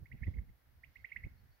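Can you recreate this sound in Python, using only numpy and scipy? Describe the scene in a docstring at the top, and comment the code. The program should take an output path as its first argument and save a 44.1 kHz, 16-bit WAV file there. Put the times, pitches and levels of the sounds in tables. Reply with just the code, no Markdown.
"""Light wind bumps the microphone over the quiet hiss of an open field. Almost at once a quail calls from the
right: two runs of very short whistles, each sliding up and ending in a quick upward flick. Hoarse notes and
clipped pips fall between them. Nearby plants, the ground and far trees scatter the calls into a faint echo.
Leaves rustle twice, and faint high distant calls sound now and then."""
import sys
import numpy as np
from scipy import signal
from scipy.fft import rfft, irfft, next_fast_len
from scipy.io import wavfile
from scipy.ndimage import uniform_filter1d, map_coordinates

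SR = 44100
rng = np.random.default_rng(int(sys.argv[2]) if len(sys.argv) > 2 else 0)


def int16_out(signal):
    """Quantize to a 16-bit WAV file."""
    q = np.round(np.clip(np.atleast_2d(signal).T, -1, 1) * 32767)
    wavfile.write(sys.argv[1], SR, q.astype(np.int16))


N = 70560  # 1.6 seconds


def amp(db):
    """Turn decibels into a volume multiplier."""
    return 10 ** (np.asarray(db) / 20)


def along(points, hz):
    """Read a table of (pitch, value) points at any pitch."""
    pitches, values = np.transpose(points)
    return np.interp(np.log(hz + 1), np.log(pitches + 1), values)


def curve(points):
    """Join (time, value) points with straight lines."""
    return np.interp(np.arange(N) / SR, *np.transpose(points))


def wobble(rate, size):
    """A smooth curve through `rate` random values a second."""
    return map_coordinates(rng.standard_normal(4000), [np.arange(size) * rate / SR], mode="wrap")


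def filtered(sound, response):
    """Multiply each frequency in a sound by response(hz)."""
    size = next_fast_len(N + SR // 2)
    return irfft(rfft(sound, size) * response(np.fft.rfftfreq(size, 1 / SR)), size)[..., :N]


def add(track, start_s, sound):
    """Mix a sound in at its start time."""
    i = max(0, round(start_s * SR))
    track[i:i + len(sound)] += sound[:max(0, N - i)]


def stereo_noise(tone, likeness):
    """Noise shaped by a tone table; likeness near 1 makes both ears hear the same."""
    def response(hz):
        angle = np.arccos(np.clip(along(likeness, hz), -.99, .99)) / 2
        return amp(along(tone, hz)) * np.array([np.cos(angle), np.sin(angle)])
    middle, side = filtered(rng.standard_normal((2, N)), response)
    return np.array([middle + side, middle - side]) / middle.std()


# How hard the wind blows: time_s, level_db
GUSTS = [(0, -58), (.03, -48), (.07, -68.5), (.11, -58.5), (.145, -44.5), (.168, -59.5), (.2, -57),
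         (.23, -40.5), (.255, -52.5), (.28, -30), (.305, -46.5), (.335, -52), (.39, -36.5), (.435, -53.5),
         (.46, -61), (.5, -54), (.55, -65), (.6, -79.5), (.68, -66), (.742, -69), (.778, -60),
         (.816, -70.5), (.898, -61.5), (.945, -80.5), (.98, -64.5), (1.02, -61), (1.1, -76), (1.14, -68.5),
         (1.17, -58), (1.234, -59.5), (1.247, -46.5), (1.27, -45), (1.292, -69), (1.31, -54.5),
         (1.38, -65.5), (1.45, -62), (1.48, -69), (1.51, -62), (1.6, -84)]
# The wind's deep tone: pitch_hz, relative_db
RUMBLE_TONE = [(13, -53), (22, -9), (38, -7), (59, 1.5), (87, -5), (110, -7), (170, -17.5), (237, -22),
               (348, -34), (556, -41), (739, -49.5), (1200, -61), (2640, -120)]
# The strongest puffs: start_s, pitch_hz, level_db
THUMPS = [(0.215, 69.8, -38), (.264, 85.7, -32.5), (0.377, 71, -46.5), (1.236, 54.6, -43)]

def wind():
    """Gusts rumble on the microphone; the strongest puffs give a short thump."""
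    rumble = stereo_noise(RUMBLE_TONE, likeness=[(60, 0.51)])
    power = uniform_filter1d(np.mean(rumble ** 2, axis=0), size=1100)
    even_rumble = rumble / np.sqrt(np.abs(power) + 1e-9)  # so the gusts set the loudness
    thumps, t = np.zeros(N), np.arange(SR // 8) / SR
    rise_s = 0.0047
    swell = (t / rise_s) ** 2 * np.exp(-t / rise_s)
    for start_s, pitch_hz, level_db in THUMPS:
        add(thumps, start_s, amp(level_db) * swell / swell.max() * np.sin(2 * np.pi * pitch_hz * t))
    return (even_rumble * amp(curve(GUSTS)) + thumps) * amp([[-2], [2]])  # louder on the right


# Tones of the hiss, the hush and the leaves: pitch_hz, relative_db
HISS_TONE = [(150, -11), (250, -1), (400, -2), (700, -2), (1200, -6), (2000, -4), (2600, -10.5),
             (4300, -13), (8180, -22), (12200, -10), (15500, -9.5)]
HUSH_TONE = [(300, -27), (700, -9), (1200, -5), (1600, 1), (2100, -1.5), (2800, -14.5), (3600, -17.5),
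             (4500, -11), (6000, -15.5), (9000, -56)]
RUSTLE_TONE = [(1500, -31), (2800, -1.5), (3500, -5.5), (5000, -6.5), (7000, -18.5), (10000, -48)]
# Loudness of the hush and the leaves: time_s, level_db
HUSH_LEVEL = [(0, -85), (.5, -88.5), (.8, -86), (1.2, -82), (1.35, -82.5), (1.6, -82.5)]
RUSTLE_LEVEL = [(0, -100), (.18, -99), (.24, -86.5), (.31, -84), (.37, -92), (.5, -102), (.78, -100),
                (.86, -91), (.97, -85), (1.08, -96), (1.25, -100)]
# How alike the field sounds in both ears: pitch_hz, likeness (0 to 1)
EAR_LIKENESS = [(300, 0.13), (2000, 0.1), (5000, 0.023)]

def field():
    """A steady hiss, a distant hush that dips then grows, and two brief rustles of leaves."""
    hiss = amp(-78.5) * stereo_noise(HISS_TONE, EAR_LIKENESS)
    hush = amp(curve(HUSH_LEVEL)) * stereo_noise(HUSH_TONE, EAR_LIKENESS)
    rustle = amp(curve(RUSTLE_LEVEL)) * stereo_noise(RUSTLE_TONE, EAR_LIKENESS)
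    return hiss + hush + rustle


def whistle(pitch_hz):
    """A slightly unsteady tone with a faint overtone an octave up."""
    wavering_hz = pitch_hz * (1 + 0.027 * wobble(676, len(pitch_hz)))
    phase = 2 * np.pi * np.cumsum(wavering_hz) / SR
    return np.sin(phase) + amp(-46) * np.sin(2 * phase)


# The quail's whistles: start_s, length_s, start_hz, rise_hz, level_db, end_boost_db
CHIRPS = [(0.052, .020, 1716, 815, -53.5, 3.5), (0.1122, 0.02, 1593, 1110, -44, -0.5),
          (0.212, 0.034, 1842, 730, -52.5, 5.5), (0.2281, 0.02, 1602, 1076, -40.5, 0),
          (0.334, .019, 1755, 816, -55, 3.5), (0.832, 0.018, 1566, 1235, -46, 6),
          (0.953, .021, 1750, 845, -46.5, 4), (1.041, .018, 1587, 1048, -35, -2),
          (1.1135, 0.022, 1785, 768, -37, -4), (1.1582, 0.017, 1581, 1097, -32, -2),
          (1.231, 0.023, 1760, 808, -42, 0)]
# How each one swells and fades: progress (0 to 1), relative_db
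CHIRP_SWELL = [(0, -26), (.17, -12.5), (.32, 0.5), (.47, 0.5), (.65, -13.5), (.82, -11.5), (1, -28)]

def quail_chirps():
    """Each whistle climbs steadily, is loudest early and fades in a last upward flick."""
    out = np.zeros(N)
    flick_hz = 790
    for start_s, length_s, start_hz, rise_hz, level_db, end_boost_db in CHIRPS:
        progress = np.arange(int(length_s * SR)) / (length_s * SR)
        swell_db = np.interp(progress, *np.transpose(CHIRP_SWELL)) + end_boost_db * progress ** 2
        volume = amp(level_db + swell_db) * signal.windows.tukey(len(progress), .1)
        pitch_hz = start_hz + rise_hz * progress + flick_hz * progress ** 10  # the flick comes late
        add(out, start_s, volume * whistle(pitch_hz))
    return out


def echo(sound, delay_s, fade_s):
    """Many tiny reflections, different at each ear, dying away by 60 dB in fade_s."""
    t = np.arange(SR) / SR - delay_s
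    tail = rng.standard_normal((2, SR)) * (t > 0) * amp(-60 * np.abs(t) / fade_s)
    tail /= np.linalg.norm(tail, axis=1, keepdims=True)
    return signal.fftconvolve(sound[None], tail, axes=1)[:, :N]


def rough_note(pitch_hz, width_hz):
    """A narrow band of noise that follows a pitch and fades at both ends."""
    size = len(pitch_hz)
    blur = wobble(width_hz, size) + 1j * wobble(width_hz, size)
    tone = np.exp(2j * np.pi * np.cumsum(pitch_hz) / SR)
    return signal.windows.tukey(size) * (blur * tone).real


# The quail's hoarse notes: start_s, length_s, start_hz, end_hz, width_hz, level_db
HOARSE_NOTES = [(0.153, 0.069, 2600, 1774, 1003, -70.5), (0.367, 0.019, 2068, 2107, 200, -60),
                (.983, 0.037, 2116, 2090, 212, -69), (1.081, 0.042, 2750, 2170, 1157, -66)]

def quail_hoarse_notes():
    """Soft rough notes between the whistles, nearly steady or sliding down."""
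    out = np.zeros(N)
    for start_s, length_s, start_hz, end_hz, width_hz, level_db in HOARSE_NOTES:
        pitch_hz = np.linspace(start_hz, end_hz, int(length_s * SR))
        add(out, start_s, amp(level_db) * rough_note(pitch_hz, width_hz))
    return out


# Faint distant calls: start_s, length_s, pitch_hz, level_db
FAR_CALLS = [(0.264, 0.058, 3380, -82), (1.007, 0.028, 4400, -87.5), (1.361, 0.052, 4350, -86.5),
             (1.503, 0.066, 4480, -85)]

def distant_calls():
    """Faint high calls, blurred on their long way over."""
    out = np.zeros(N)
    for start_s, length_s, pitch_hz, level_db in FAR_CALLS:
        call = rough_note(np.full(int(length_s * SR), pitch_hz), width_hz=380)
        add(out, start_s, amp(level_db) * call)
    return out


# The quail's clipped notes: start_s, pitch_hz, level_db
PIPS = [(.2655, 2002, -44.5), (.382, 2047, -50), (.487, 2087, -64)]

def quail_pips():
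    """Tiny rising whistles that stop short, with no flick."""
    out = np.zeros(N)
    length_s, rise_hz_per_s = 0.0114, 36000
    t = np.arange(int(length_s * SR)) / SR
    slide_hz = rise_hz_per_s * (t - length_s / 2)
    for start_s, pitch_hz, level_db in PIPS:
        add(out, start_s, amp(level_db) * np.hanning(len(t)) * whistle(pitch_hz + slide_hz))
    return out


# How far the quail's sound in the left channel is ahead in phase of the right, varying with pitch (minus is
# behind): pitch_hz, lead_radians
LEFT_EAR_LEAD = [(1800, -0.73), (2100, -1), (2500, 1.9)]

def scene():
    """The quail off to the right with its echoes, the distant calls, the wind and the field."""
    quail = quail_chirps() + quail_pips() + quail_hoarse_notes()
    direct = filtered(quail, lambda hz: np.exp(1j * along(LEFT_EAR_LEAD, hz) * np.array([[.5], [-.5]])))
    ground_and_plants = amp(-7.5) * echo(quail, delay_s=0.0013, fade_s=0.077)
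    near = (direct + ground_and_plants) * amp([[-10.5], [0]])  # quieter on the left
    far_trees = amp(-17.5) * echo(quail, delay_s=0.023, fade_s=0.4) * amp([[-3], [0]])
    return near + far_trees + distant_calls() + wind() + field()


def record(dry):
    """Cut away the very highest treble."""
    return filtered(dry, lambda hz: hz < 15800)


dry = scene()
out = record(dry)
int16_out(out)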